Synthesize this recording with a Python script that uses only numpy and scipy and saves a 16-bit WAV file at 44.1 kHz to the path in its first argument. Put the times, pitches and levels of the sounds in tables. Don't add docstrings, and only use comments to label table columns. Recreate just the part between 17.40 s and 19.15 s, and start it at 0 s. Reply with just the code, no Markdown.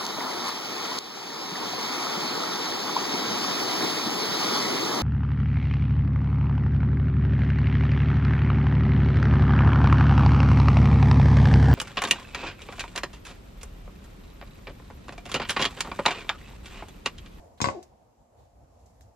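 import sys
import numpy as np
from scipy import signal
from scipy.fft import rfft, irfft
from scipy.io import wavfile
from scipy.ndimage import uniform_filter1d

SR = 44100
rng = np.random.default_rng(int(sys.argv[2]) if len(sys.argv) > 2 else 0)


def master(y):
    cut = np.clip(np.atleast_2d(y).T, -1, 1)
    pcm = np.round(cut * 32767)
    wavfile.write(sys.argv[1], SR, pcm.astype(np.int16))


N = 77175


def undb(db):
    return 10 ** (np.asarray(db) / 20)


def unit(x):
    return x / np.sqrt(np.mean(x ** 2))


def fade(age, t60):
    return 1000. ** (-age / t60)


def pan(db):
    return undb([[db / 2], [-db / 2]])


def shape(points, size):
    hz = np.arange(size // 2 + 1) * SR / size + 1e-3
    p = np.array(points, float)
    below = p[0, 1] - 30
    db = np.interp(np.log(hz), np.log(p[:, 0]), p[:, 1], left=below)
    return undb(db), hz


def noise(points):
    spectrum = rfft(rng.standard_normal((2, N)))
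    return unit(irfft(spectrum * shape(points, N)[0], N))


def walk(rate):
    k = int(SR / rate)
    steps = np.repeat(rng.standard_normal(N // k + 1), k)
    return unit(uniform_filter1d(steps, k)[:N])


def push(length_s):
    return lambda age: np.sin(np.pi * np.clip(age / length_s, 0, 1)) * np.pi / (2 * length_s * SR)


RIGHT_LAG_S = .00045
SPOT_DB = 2.5


def ring(modes, at_s, db, force):
    out, n = np.zeros((2, N + SR)), np.arange(SR // 2)
    spot = undb(SPOT_DB * rng.standard_normal(len(modes)))
    for ch in range(2):
        start = (at_s + ch * RIGHT_LAG_S) * SR
        first = int(start) + 1
        age = (n + 1 - start % 1) / SR
        body = 0
        for gain, mode in zip(spot, modes):
            tone = np.sin(2 * np.pi * mode[0] * n / SR) * fade(n / SR, mode[3])
            body = body + gain * undb(mode[1 + ch]) * tone
        out[ch, first:first + len(n)] = -signal.fftconvolve(body, force(age[:400]))[:len(n)]
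    return out[:, :N] * undb(db)


# f/Hz, level/dB
AIR_COLOUR = [(18, -35), (30, -18.5), (59, 0.5), (90, 0), (165, -14), (244, -12.5), (391, -20), (495, -13),
              (643, -13.5), (695, -10), (1110, -24.5), (1650, -37.5), (3530, -43.5), (7540, -41),
              (8820, -50.5), (10900, -46), (15700, -57)]
# t/s, bass level/dB, middle level/dB, treble level/dB
AIR_LEVELS = [(0.0, -56, -55.5, -70), (0.116, -59.5, -58, -75), (0.19, -59, -63.5, -76.5),
              (0.48, -62.5, -65.5, -75.5), (0.532, -58.5, -60, -79.5), (0.574, -72, -65.5, -78.5),
              (0.616, -59, -63.5, -78.5), (0.766, -72, -66.5, -81), (0.808, -58, -64.5, -79.5),
              (0.886, -73.5, -67.5, -81), (1.01, -54, -60.5, -77), (1.098, -63.5, -66.5, -80.5),
              (1.246, -53.5, -61, -77.5), (1.264, -65, -64.5, -79.5), (1.35, -58.5, -62, -77.5),
              (1.548, -59.5, -64.5, -77), (1.692, -55.5, -61.5, -77.5), (1.75, -70, -66, -79.5)]
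ALIKE_HZ = 440
FLICKER_DB, THROB_DB = .9, 2.5
AIR_PAN_DB = -0.3


def air(t):
    gain, hz = shape(AIR_COLOUR, N)
    mid, side = rfft(rng.standard_normal((2, N))) * gain
    side = side * hz / np.hypot(hz, ALIKE_HZ)
    both = np.array([mid + side, mid - side])
    groups = np.zeros((3, 2, N))
    for f in 20 * 2 ** np.arange(0, 10, .5):
        octaves = np.log2(hz / f)
        window = np.cos(np.pi / 2 * np.clip(2 * octaves, -1, 1)) ** 2
        k = int(f > 160) + int(f > 1300)
        wobble_db = THROB_DB if k == 0 else FLICKER_DB
        groups[k] += irfft(both * window, N) * undb(walk(14) * wobble_db)
    out, levels = 0, np.array(AIR_LEVELS, float)
    for k, group in enumerate(groups):
        level = undb(np.interp(t, levels[:, 0], levels[:, k + 1]))
        out = out + group / np.std(group.mean(axis=0)) * level
    return out * pan(AIR_PAN_DB)


# f/Hz, level/dB
NEARBY_ECHO = [(60, -19.5), (200, -12.5), (600, -8), (1100, -8), (1700, -6.5), (3000, -4), (5000, -0.5),
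               (8000, 1.5), (15000, -6)]
# f/Hz, level/dB
ROOM_ECHO = [(60, -23), (200, -11.5), (600, -3.5), (1200, -22), (2500, -16), (5000, -10.5), (8000, -14),
             (15000, -13)]
NEARBY_T60_S, ROOM_T60_S, ECHO_RISE_S = 0.11, 0.39, 0.001


def echo(x, t, points, t60):
    tail = rng.standard_normal((2, N)) * (1 - np.exp(-t / ECHO_RISE_S)) * fade(t, t60)
    tail = tail / np.sqrt(np.sum(tail ** 2) / 2)
    return irfft(rfft(x[0]) * rfft(tail) * shape(points, N)[0], N)


# t/s, click level/dB, dull rustle level/dB, bright rustle level/dB, rustle rise/s, rustle t60/s
TICKS = [(0.176, -63, -57, -66.5, 0.0038, 0.13), (0.4279, -51, -61.5, -53.5, 0.00039, 0.076),
         (0.959, -87, -70, -74, 0.028, 0.57), (1.39, -89, -78, -73, 0.006, 0.27),
         (1.458, -71, -77.5, -67.5, 0.0015, 0.2), (1.6098, -48, -70, -61, 0.0015, 0.15)]
# f/Hz, left level/dB, right level/dB, t60/s
CLICK_MODES = [(1870, -1, -5, 0.0049), (2850, -12, -10, .003), (3855, 0.5, -3, 0.0058),
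               (5400, -7, -1, 0.0027), (7400, 0, 4, .005), (11660, 5, -8, 0.0022)]
# f/Hz, level/dB
DULL_COLOUR = [(1000, -18), (1800, -3.5), (2800, -5), (4200, -2), (6000, -21)]
# f/Hz, level/dB
BRIGHT_COLOUR = [(3000, -19), (5000, -3), (7300, -1), (8900, -12.5), (12000, -14), (15000, -20)]


def ticks(t):
    dull, bright = noise(DULL_COLOUR), noise(BRIGHT_COLOUR)
    grain = undb(1.2 * walk(100))
    out = 0
    for at, click_db, dull_db, bright_db, rise, t60 in TICKS:
        age = np.maximum(t - at, 0)
        swell = (1 - np.exp(-age / rise)) * fade(age, t60)
        rustle = (undb(dull_db) * dull + undb(bright_db) * bright) * grain * swell
        out = out + rustle + ring(CLICK_MODES, at, click_db, push(.00006))
    return out


# t/s, slip rate f/Hz, level/dB, level of the tone an octave up/dB
SQUEAK = [(0.335, 437, -57, -59), (0.339, 432.6, -48, -56), (0.349, 420.6, -43, -47.5),
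          (0.365, 369, -40.5, -50), (0.375, 324.6, -41.5, -45), (0.385, 358.4, -39.5, -56.5),
          (0.393, 377, -42, -46), (0.399, 361.4, -71, -64), (0.405, 368, -59, -54), (0.43, 380, -60, -72)]
SQUEAK_PAN_DB = 5


def squeak(t):
    s, hz, db, octave_db = np.array(SQUEAK).T
    phase = 2 * np.pi * np.cumsum(np.interp(t, s, hz)) / SR
    tone = undb(np.interp(t, s, db)) * np.sin(phase)
    octave = undb(np.interp(t, s, octave_db)) * np.sin(2 * phase + 1.6)
    gate = np.clip((t - s[0]) / 0.0055, 0, 1) * np.clip((s[-1] - t) / 0.0093, 0, 1)
    rough = undb(0.63 * walk(200))
    return np.sqrt(2) * (tone + octave) * gate * rough * pan(SQUEAK_PAN_DB)


# t/s, knock level/dB, thud level/dB, steel level/dB
HITS = [(0.2034, -23, -48.5, -35), (0.215, -38, -48, -16), (.2170, -23, -28, -41),
        (0.2193, -23, -58, -37.5), (.2425, -15, -42.5, -30), (0.2443, -22, -42, -28),
        (.2570, -20, -50, -34), (.2715, -28, -30, -29.5), (0.2865, -17.5, -44.5, -34.5),
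        (0.3011, -46, -37.5, -42)]
# f/Hz, left level/dB, right level/dB, t60/s
BOARD_MODES = [(82, -18.5, -16, 0.32), (120.3, -5, -4, 0.25), (156, 4, 2.5, .1), (218, 5.5, -2.5, .07),
               (284.3, 0.5, -2.5, 0.053), (334.7, 1.5, -11.5, 0.068), (471, -1.5, -8, 0.052),
               (554.3, -2.5, -3, 0.098), (628, -3, -5, .08)]
# f/Hz, left level/dB, right level/dB, t60/s
HANDLE_MODES = [(820, -18, -18, 0.021), (987, -3.5, -25, 0.022), (1097.4, -0.5, -8.5, 0.031),
                (1317, -10.5, -20, 0.032), (1475, -8.5, -11, 0.022), (1750, -11, -20.5, 0.022),
                (2015, -6, -21, 0.014), (2484, -16.5, -13.5, 0.02)]
# f/Hz, left level/dB, right level/dB, t60/s
STEEL_MODES = [(2614, -10.5, -13, 0.011), (3085, -6, -17, 0.0081), (3598, -5, -7.5, .012),
               (3985, -3, -6, .008), (4530, -4, -23, .008), (4806, 0.5, -2, 0.011), (5300, -5, -5, 0.0094),
               (5900, -1, -7, .008), (6600, -6.5, -11, 0.014), (7140, -5.5, -2, 0.0088),
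               (7700, -19, -9.5, .01)]
THUD_PUSH_S, KNOCK_PUSH_S, CHATTER_S = .0012, 0.00024, 0.001


def knife():
    out = 0
    grits = rng.standard_normal((len(HITS), 400))
    for (at, knock_db, thud_db, steel_db), grit in zip(HITS, grits):
        chatter = lambda age: grit * np.exp(-age / CHATTER_S) / np.sqrt(CHATTER_S * SR)
        knock = ring(HANDLE_MODES, at, knock_db, push(KNOCK_PUSH_S))
        thud = ring(BOARD_MODES, at, thud_db, push(THUD_PUSH_S))
        steel = ring(STEEL_MODES, at, steel_db, chatter)
        out = out + knock - thud + steel
    return out


SQUEAK_WET_DB = -7
MIC_LOW_HZ, MIC_HIGH_HZ, MIC_TOP_DB = 65, 8900, -10


def scene():
    t = np.arange(N) / SR
    hits, skin = knife(), squeak(t)
    sent = hits + undb(SQUEAK_WET_DB) * skin
    echoes = echo(sent, t, NEARBY_ECHO, NEARBY_T60_S) + echo(sent, t, ROOM_ECHO, ROOM_T60_S)
    near = hits + skin + echoes
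    near = signal.sosfilt(signal.butter(4, MIC_LOW_HZ, "high", fs=SR, output="sos"), near)
    top = signal.sosfiltfilt(signal.butter(4, MIC_HIGH_HZ, "high", fs=SR, output="sos"), near)
    near = near - (1 - undb(MIC_TOP_DB)) * top
    return near + ticks(t) + air(t)


TOP_HZ = 15450


def record(dry):
    return signal.sosfilt(signal.ellip(8, .2, 70, TOP_HZ, fs=SR, output="sos"), dry)


dry = scene()
out = record(dry)
master(out)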